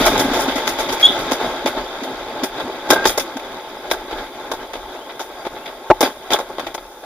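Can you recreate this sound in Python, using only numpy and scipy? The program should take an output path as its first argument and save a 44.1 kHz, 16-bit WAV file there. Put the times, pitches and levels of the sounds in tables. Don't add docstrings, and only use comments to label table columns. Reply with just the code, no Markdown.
import sys
import numpy as np
from scipy import signal
from scipy.fft import rfft, irfft, next_fast_len
from scipy.io import wavfile
from scipy.ndimage import uniform_filter1d, map_coordinates

SR = 44100
rng = np.random.default_rng(int(sys.argv[2]) if len(sys.argv) > 2 else 0)


def persist_wave(psi):
    counts = np.round(np.clip(psi, -1, 1) * 32767).astype(np.int16)
    wavfile.write(sys.argv[1], SR, np.atleast_2d(counts).T)


N = 310891
T = np.arange(N) / SR


def amp(db):
    return 10 ** (np.asarray(db) / 20)


def unit(x):
    return x / np.sqrt(np.mean(x ** 2) + 1e-20)


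def curves(rows):
    s, *cols = np.transpose(rows)
    return [np.interp(T, s, c) for c in cols]


def wobble(rate):
    coarse = T[::16]
    knots = rng.standard_normal(int(N * rate / SR) + 4)
    return np.interp(T, coarse, map_coordinates(knots, [coarse * rate]))


def filtered(x, response):
    m = next_fast_len(N + SR // 2)
    return irfft(rfft(x, m) * response(np.fft.rfftfreq(m, 1 / SR)), m)[..., :N]


def ports(alike, opposite):
    return np.array([alike + opposite, alike - opposite])


def resonance(modes):
    def ring(f):
        total = 0
        for k, (centre, width, alike_db, opposite_db) in enumerate(modes):
            damping = 1j * f * width
            mode = damping / (centre * centre - f * f + damping)
            total = total + (-1) ** k * amp([[alike_db], [opposite_db]]) * mode
        return total
    scale = np.sqrt(np.mean(np.abs(ring(np.linspace(0, SR / 2, num=4096))[0]) ** 2))
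    return lambda f: ring(f) / scale


def shaken(modes, force):
    return ports(*filtered(force, resonance(modes)))


def lumpy(lumpy_db, lumps):
    return unit(amp(lumpy_db * wobble(lumps)) * rng.standard_normal((2, N)))


def taps(lumpy_db, patchy_db):
    z = signal.stft(lumpy(lumpy_db, 350), nperseg=256)[2]
    field = rng.standard_normal(z.shape[1:])
    field = uniform_filter1d(field, size=3, axis=0)
    field = uniform_filter1d(field, size=8, axis=1)
    return unit(signal.istft(z * amp(patchy_db * unit(field)), nperseg=256)[1][:, :N])


def grit(rate, size_db):
    return amp(size_db) * (rng.random(N) < rate / SR) * rng.standard_normal((2, N))


# (time [s], level [dB])
ROLLING = [(0.0, -17), (0.1, -20), (0.53, -24.5), (0.7, -23.5), (1.25, -25), (2.1, -29.5), (2.85, -30.5),
           (3.04, -27.5), (3.3, -31.5), (3.69, -32), (4.32, -33), (4.81, -35), (6.34, -35.5), (6.5, -36),
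           (6.62, -31.5), (6.77, -37.5), (7.05, -40.5)]
PART_RESPONSE = {"pan": (-42, 1.31, -65), "frame": (-39, 1.26, -63), "fittings": (-54.5, 1.64, -58),
                 "axles": (-67, 2.52, -55.5), "air": (-56.5, 1.85, -57)}
MID_ROLL_DB = -30


def follows(part):
    mid_db, slope, least_db = PART_RESPONSE[part]
    driven_db = mid_db + slope * (curves(ROLLING)[0] - MID_ROLL_DB)
    return 10 * np.log10(amp(driven_db) ** 2 + amp(least_db) ** 2)


# (time [s], push level [dB])
PAN_BUMPS = [(0.003, -33), (0.184, -42), (0.243, -33), (0.275, -35), (0.307, -35), (0.394, -42),
             (0.476, -35), (0.554, -39), (0.671, -46), (0.78, -52), (0.893, -49), (1.092, -40.5),
             (1.312, -35), (1.645, -36), (1.764, -45), (2.016, -43), (2.425, -36), (2.898, -35),
             (3.053, -42), (3.354, -41.5), (5.902, -43), (6.026, -35.5), (6.033, -49), (6.075, -50),
             (6.319, -43)]
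PUSH_S = 0.0089


def thumping():
    force = np.zeros(N + SR)
    t = np.arange(round(PUSH_S * SR)) / SR
    for (s, db), detune in zip(PAN_BUMPS, rng.standard_normal(len(PAN_BUMPS))):
        hz = 255 * (1 + 0.064 * detune)
        force[round(s * SR):][:len(t)] += amp(db) * np.sin(2 * np.pi * hz * t)
    return force[:N]


# (time [s], frame rattle level [dB], hull re frame [dB], light parts re frame [dB],
# t60 before each part's linger factor [s])
JOLT_EVENTS = [(0.054, -26.5, 14, -2, .08), (0.064, -19.5, 10, -6, 0.085), (0.15, -30, 10, -27, 0.18),
               (0.178, -25.5, 1, -7, 0.033), (0.194, -22, 5, -4.5, 0.089), (0.334, -30, 4, -7.5, 0.24),
               (0.37, -38, -3, -2, 0.15), (0.399, -33.5, -10, 0, 0.1), (0.42, -38, -10, -1, 0.098),
               (0.477, -28.5, 5.5, -15, 0.25), (0.5566, -29.5, 6, -9.5, 0.11),
               (0.579, -30.5, 9.5, -12, 0.083), (0.672, -27.5, 9, -8, 0.059), (0.6765, -21, 1, -8, 0.027),
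               (0.688, -27.5, 6, -6, 0.095), (0.7858, -31, 11, -7.5, 0.11), (0.797, -29, 8.5, -8, 0.13),
               (0.888, -31, 8.5, -10, 0.16), (0.924, -29.5, 10.5, -4, 0.079), (0.998, -28.5, -6, -11, 0.32),
               (1.19, -33.5, -5, -10, 0.14), (1.312, -28.5, 10, -9, .05), (1.3184, -21.5, 5.5, -10, 0.037),
               (1.332, -31.5, 11, -5.5, 0.079), (1.3979, -34, 13, -14, 0.37), (1.6592, -23, 7, -12, 0.05),
               (1.672, -28.5, 9, -11.5, 0.11), (1.767, -34, 12, -20, 0.11), (1.779, -33, 8.5, -24, 0.12),
               (2.034, -34.5, -1, -10.5, 0.082), (2.4348, -25, 8, -5, 0.066), (2.575, -40, 9, -22, 0.15),
               (2.6, -30, 7.5, -21, 0.076), (2.89, -35.5, 11, -10, 0.11), (2.899, -29, 3, -8, .07),
               (2.9042, -10, 3.5, -5.5, 0.038), (2.9172, -21.5, 15, -10, 0.071),
               (2.931, -22.5, 13, -7, 0.06), (2.955, -31.5, 15.5, -17, 0.11), (3.043, -26.5, 0, -16, 0.088),
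               (3.0545, -16, 9.5, -9, 0.053), (3.068, -25, 5, 0.5, 0.1), (3.092, -26.5, 3.5, -8, .1),
               (3.1765, -26, 12, -2, 0.06), (3.196, -27, 2.5, -4.5, 0.079), (3.369, -33, 7, -11, 0.035),
               (3.395, -37, 0, -13, 0.037), (3.902, -34, 4, -9, 0.088), (3.9129, -18, 5, -7.5, 0.036),
               (3.93, -35.5, 13.5, -11, 0.11), (4.081, -44, 14, -23, 0.085), (4.109, -36.5, 11, -19, 0.21),
               (4.1735, -38.5, 8, -17, 0.32), (4.5156, -28, 11.5, -9, 0.043),
               (4.535, -37.5, 12, -9.5, 0.089), (4.7335, -34, 8, -13, 0.075), (4.753, -36, 12, -17, 0.07),
               (5.092, -39, 8, -29, .08), (5.108, -40, 5, -29, .06), (5.194, -35, 12.5, -6, 0.14),
               (5.451, -36, 9, -18, 0.06), (5.4665, -32.5, 12.5, -18, 0.046), (5.563, -41, 4, -30, 0.093),
               (5.6585, -32, -10, -19, 0.047), (5.676, -33.5, -17, -22, 0.06),
               (6.0073, -22.5, 12, 0.5, 0.035), (6.012, -25.5, 11.5, -15, 0.068),
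               (6.0273, -19.5, 7.5, -9.5, 0.073), (6.044, -30, 11, -12.5, 0.18),
               (6.3048, -24, 5, -14, .045), (6.313, -29, 11, -9, 0.054), (6.319, -23, 8.5, -11, 0.067),
               (6.334, -21.5, 4, -6.5, 0.04), (6.341, -26.5, 12.5, -8, 0.057), (6.358, -31, 12, -18, 0.1),
               (6.387, -36, 14.5, -7, 0.066), (6.399, -38.5, 17.5, -11, 0.12),
               (6.491, -52.5, 23.5, -24, 0.13), (6.5829, -31, 8.5, -24, .03), (6.595, -29, 8, -14, 0.05),
               (6.667, -30, 6, -16, 0.055), (6.743, -35.5, 5.5, -8, 0.029), (6.7475, -29.5, 6, -7.5, 0.034),
               (6.779, -35, 8, -25, 0.04), (7.031, -46, 14, -22, .15)]
RATTLE_SHARE = 0.065
AXLES_DB = -1


def jolting(linger, blow_db, rise):
    power = np.zeros((4, N + SR))
    t = np.arange(SR // 3) / SR
    linger, blow_db, rise = np.array([linger, blow_db, rise])[..., None]
    blow = amp(blow_db - 60 * t / 0.012)
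    for s, db, hull_db, light_db, t60 in JOLT_EVENTS:
        lasting = t60 * linger
        decay = amp(-60 * np.maximum(t - RATTLE_SHARE * lasting, 0) / lasting)
        rattle = (1 - np.exp(-t / rise)) * decay
        levels = amp(db + np.array([hull_db, 0, light_db, light_db + AXLES_DB]))
        power[:, round(s * SR):][:, :len(t)] += levels[:, None] ** 2 * (rattle ** 2 + blow ** 2)
    return np.sqrt(power[:, :N])


# level [dB] of hull, frame, fittings, axles
CONTACT_DB = [20.95, 16.2, 13.4, 6.9]
HARD_T60_S, HARDER_DB = .06, 4


def clicks():
    force = np.zeros((4, N))
    for s, db, hull_db, light_db, t60 in JOLT_EVENTS:
        hard_db = HARDER_DB * np.log2(HARD_T60_S / t60)
        part_db = np.array([hull_db, 0, light_db, light_db])
        force[:, round(s * SR)] = amp(db + hard_db + part_db + CONTACT_DB)
    return force


# (frequency [Hz], width [Hz], level alike at both ports [dB], level opposite at the ports [dB])
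PAN_MODES = [(148, 103, -12, -47), (216, 52, -6, -54), (270.6, 35.6, 0.5, -51)]
HULL_MODES = [(362, 70, 0.5, -32), (563, 100, 1, -18.5), (666, 108, 0.5, -23), (871, 78.4, 3, -15.5),
              (1087, 107, -5, -30)]
WALL_MODES = [(1287, 173, 0.38, -9), (1628, 173, -1.3, -6)]
FRAME_MODES = [(1957, 343, 13, 10), (2600, 550, 3.5, 6), (2820, 190, -5.5, -20), (3345, 461, 14, 12),
               (3709, 476, 14.5, 13), (4850, 310, 5, 5)]
FITTINGS_MODES = [(5180, 1140, -3.5, -1.5), (7020, 800, -7.5, 5.5), (7000, 1440, -55, -0.5)]
AXLE_MODES = [(9610, 1110, -0.5, 2.5), (10290, 910, 1.5, -6), (12240, 2600, -5, -9.5),
              (14840, 1240, -2.5, -10)]


def sled():
    hull_db, = curves(ROLLING)
    pan_db, frame_db, fittings_db, axles_db = map(follows, ["pan", "frame", "fittings", "axles"])
    walls_db = (hull_db + frame_db) / 2 - 4.5
    bumps = 1.94 * wobble(16) + 0.24 * wobble(45)
    hull, frame, fittings, axles = jolting(linger=[.9, 1.2, 1.3, 1.9], blow_db=[2.5, -1.0, 4.0, -1],
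                                           rise=[0.0051, 0.0016, 0.00076, 0.00057])
    click = clicks()

    pan_force = amp(pan_db + bumps) * lumpy(4.9, 30) + thumping()

    hull_force = amp(hull_db + bumps) * taps(1.6, patchy_db=.9)
    hull_force += hull * (taps(3.0, patchy_db=1.5) + grit(250, 17.7)) + click[0]

    walls_force = amp(walls_db + bumps) * lumpy(0.78, 200)
    walls_force += amp(-2.0) * np.sqrt(hull * frame) * lumpy(2.9, 350)

    frame_force = amp(frame_db + 0.49 * bumps) * (taps(0.74, patchy_db=1.66) + grit(120, 14.2))
    frame_force += frame * (taps(2.2, patchy_db=2.5) + grit(500, 14.8)) + click[1]

    fittings_force = amp(fittings_db + 0.57 * bumps) * lumpy(2.0, 300)
    fittings_force += fittings * (taps(1.3, patchy_db=1.0) + grit(500, 16.2)) + click[2]

    axles_force = amp(axles_db + 0.15 * bumps) * lumpy(0.86, 250)
    axles_force += axles * lumpy(2.2, 390) + click[3]

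    return (shaken(PAN_MODES, pan_force) + shaken(HULL_MODES, hull_force)
            + shaken(WALL_MODES, walls_force) + shaken(FRAME_MODES, frame_force)
            + shaken(FITTINGS_MODES, fittings_force) + shaken(AXLE_MODES, axles_force))


# (frequency [Hz], width [Hz], share lost [0-1])
MOUNT_NOTCHES = [(982, 83, 0.7), (1272, 34, 0.24), (1840, 140, 0.32), (4300, 380, 0.3)]


def mount(x):
    def passed(f):
        response = 1
        for centre, width, lost in MOUNT_NOTCHES:
            damping = 1j * f * width
            response = response * (1 - lost * damping / (centre * centre - f * f + damping))
        return response
    return filtered(x, passed)


# (time [s], level before rise and decay [dB])
LURCH_EVENTS = [(0.025, -25), (0.514, -37), (0.669, -35), (0.776, -38), (0.896, -32), (1.442, -37),
                (1.778, -36), (2.169, -43), (2.597, -44), (2.885, -40), (3.051, -32), (3.528, -51),
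                (3.892, -39), (4.122, -34), (4.513, -40), (4.761, -34), (5.226, -45), (5.458, -43),
                (5.899, -31), (6.312, -36.5), (6.646, -42), (6.778, -49)]
LURCH_RISE_S, LURCH_T60_S = 0.012, 0.49


def lurching():
    power = np.zeros(N)
    for s, lurch_db in LURCH_EVENTS:
        start = round(s * SR)
        t = T[start:][:SR // 2] - start / SR
        thud = (1 - np.exp(-t / LURCH_RISE_S)) * amp(lurch_db - 60 * t / LURCH_T60_S)
        power[start:][:SR // 2] += thud ** 2
    return power


# (frequency [Hz], level per hertz [dB])
RUMBLE_SPECTRUM = [(12, -38), (20, 7.5), (42, 10.5), (75, -4), (113, -8), (150, -30), (200, -39),
                   (330, -120)]


def low_rumble():
    f, db = np.transpose(RUMBLE_SPECTRUM)
    spectrum = lambda hz: amp(np.interp(np.log(hz + 1), np.log(f + 1), db))
    noise = filtered(rng.standard_normal((2, N)), spectrum)
    wind_power = amp(follows("air") + 2.5 * wobble(3.97)) ** 2
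    level = np.sqrt(wind_power + lurching())
    alike, opposite = level * unit(amp(1.8 * wobble(17)) * noise)
    return ports(alike, amp(-19) * opposite)


# (time [s], frequency [Hz], level [dB])
SQUEAL_GLIDE = [(1.018, 3300, -45), (1.028, 3340, -21), (1.031, 3325, -5.5), (1.036, 3310, -8.5),
                (1.046, 3315, -4.5), (1.051, 3330, -6.5), (1.056, 3350, -2), (1.063, 3360, -4.5),
                (1.068, 3420, -15), (1.0705, 3480, -10), (1.074, 3530, -25), (1.082, 3560, -50)]
# (multiple of the fundamental [1], level re fundamental [dB])
SQUEAL_PARTIALS = [(2, -29)]


def brake():
    hz, db = curves(SQUEAL_GLIDE)
    on = (T > SQUEAL_GLIDE[0][0]) & (T < SQUEAL_GLIDE[-1][0])
    phase = 2 * np.pi * np.cumsum(hz + 25 * wobble(300)) / SR
    tone = np.sin(phase) + amp(-15) * np.sin(1.08 * phase)
    for multiple, partial_db in SQUEAL_PARTIALS:
        tone += amp(partial_db + 4.2 * wobble(250)) * np.sin(multiple * phase)
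    level = np.sqrt(2) * on * amp(db + 1.2 * wobble(200))
    return ports(level * tone, amp(-9.5) * level * np.cos(phase))


# ((frequency [Hz], width [Hz], opposite re alike [dB]), start [s], level [dB], hold [s], then t60 [s])
RINGING_PARTS = [((1585, 120, -12), 2.915, -21, 0.07, 0.12), ((3480, 480, -2), 1.066, -19, 0.03, 0.24),
                 ((1600, 110, -12), 3.013, -26, 0.025, 0.09), ((4770, 320, -3), 6.042, -28, 0.012, 0.08),
                 ((3420, 370, -5), 6.332, -16.5, 0.008, 0.064), ((1800, 100, -5),
                 3.055, -19.5, 0.0036, 0.033), ((2060, 150, -3), 3.177, -26, .008, 0.056)]
ROUGH_HZ = 400


def ringing():
    out = np.zeros((2, N + SR))
    t, f = np.arange(SR // 2) / SR, np.fft.rfftfreq(SR // 2, 1 / SR)
    for (hz, width, opposite_db), start, db, lasts, t60 in RINGING_PARTS:
        offset = (f - hz) / width
        band = np.exp(-offset ** 2) / np.hypot(1, 2 * offset)
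        noise = rng.standard_normal((2, len(t)))
        alike, opposite = unit(irfft(rfft(noise) * band, len(t)))
        steady = max(1 - width / ROUGH_HZ, 0)
        alike = np.sqrt(1 - steady) * alike + np.sqrt(2 * steady) * np.sin(2 * np.pi * hz * t)
        decay = amp(db - 60 * np.maximum(t - lasts, 0) / t60)
        out[:, round(start * SR):][:, :len(t)] += decay * ports(alike, amp(opposite_db) * opposite)
    return out[:, :N]


# (start [s], end [s], start frequency [Hz], end frequency [Hz], level [dB])
BIRD_NOTES = [(3.773, 3.795, 5100, 5050, -47), (4.59, 4.63, 2880, 3120, -50),
              (4.625, 4.655, 3120, 3100, -47), (4.845, 4.885, 3050, 3380, -48),
              (4.88, 4.925, 3410, 3370, -45), (4.925, 5.01, 2400, 2950, -50),
              (5.005, 5.045, 3000, 3370, -46), (5.04, 5.068, 3320, 2980, -46),
              (5.062, 5.09, 3250, 3600, -48), (5.09, 5.12, 2500, 2400, -49),
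              (5.362, 5.436, 4740, 4740, -46.5), (5.575, 5.665, 2480, 2850, -49.5)]
WAVER_HZ, FLUTTER_DB = 25, 1.8


def bird():
    song = np.zeros(N)
    waver = 2 * np.pi * np.cumsum(WAVER_HZ * wobble(70)) / SR
    flutter_db = FLUTTER_DB * wobble(90)
    for start, end, from_hz, to_hz, db in BIRD_NOTES:
        on = slice(round(start * SR), round(end * SR))
        u = np.clip((T[on] - start) / (end - start), 0, 1)
        cycles = (end - start) * (from_hz * u + (to_hz - from_hz) * u ** 2 / 2)
        swell = np.sqrt(np.abs(np.sin(np.pi * u)))
        song[on] += amp(db + flutter_db[on]) * swell * np.sin(2 * np.pi * cycles + waver[on])
    return ports(song, 0.61 * song)


# (time [s], level [dB])
STRAP_SLAP = (5.9013, 1.1)
# (frequency [Hz], level re slap [dB], t60 [s])
HOUSING_MODES = [(141, -12, 0.049), (583, 5.5, 0.037), (751, -2, 0.043), (918, -4, 0.1), (430, -6, 0.05),
                 (1100, -5, 0.04), (1323, -0.5, 0.027), (2870, -24, 0.055)]
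# (frequency [Hz], level re slap [dB], t60 before damping [s])
LID_MODE = (856, -12.5, 0.5)
DAMPED_S, LID_DAMPED_S = 0.017, 0.034


def strap():
    slap_s, slap_db = STRAP_SLAP
    t = np.maximum(T - slap_s, 0)
    struck = t > 0

    def mode(hz, db, t60):
        return amp(db - 60 * t / t60) * np.sin(2 * np.pi * hz * t)

    housing = sum(mode(*m) for m in HOUSING_MODES) * amp(-60 * np.maximum(t - DAMPED_S, 0) / 0.0065)
    lid = mode(*LID_MODE) * amp(1.7 * wobble(149.8)) * (1 - np.exp(-t / 0.008))
    lid *= amp(-60 * np.maximum(t - LID_DAMPED_S, 0) / 0.022)
    ring = (housing + lid) * amp(slap_db) * (1 - np.exp(-t / 0.0015))
    thud = struck * amp(slap_db - 5 - 60 * np.maximum(t - .013, 0) / 0.011)
    scrape = struck * amp(slap_db - 28 - 5.2 * ((t - .008) / 0.0048) ** 2)
    crack = struck * amp(slap_db - 33 - 60 * t / 0.0058)
    return (ports(ring, amp(-16) * ring)
            + shaken(HULL_MODES, thud * lumpy(1.8, 380))
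            + shaken(FRAME_MODES, scrape * lumpy(2.5, 350))
            + shaken(FITTINGS_MODES, (amp(-14) * scrape + crack) * lumpy(2.5, 350)))


def scene():
    sources = mount(sled()) + low_rumble() + brake() + ringing() + bird() + strap()
    return sources * amp([[.3], [-.3]])


CLIP_AT, TOP_HZ = .99, 15450


def record(dry):
    clipped = dry / (1 + np.abs(dry / CLIP_AT) ** 12) ** (1 / 12)
    return filtered(clipped, lambda hz: hz < TOP_HZ)


dry = scene()
out = record(dry)
persist_wave(out)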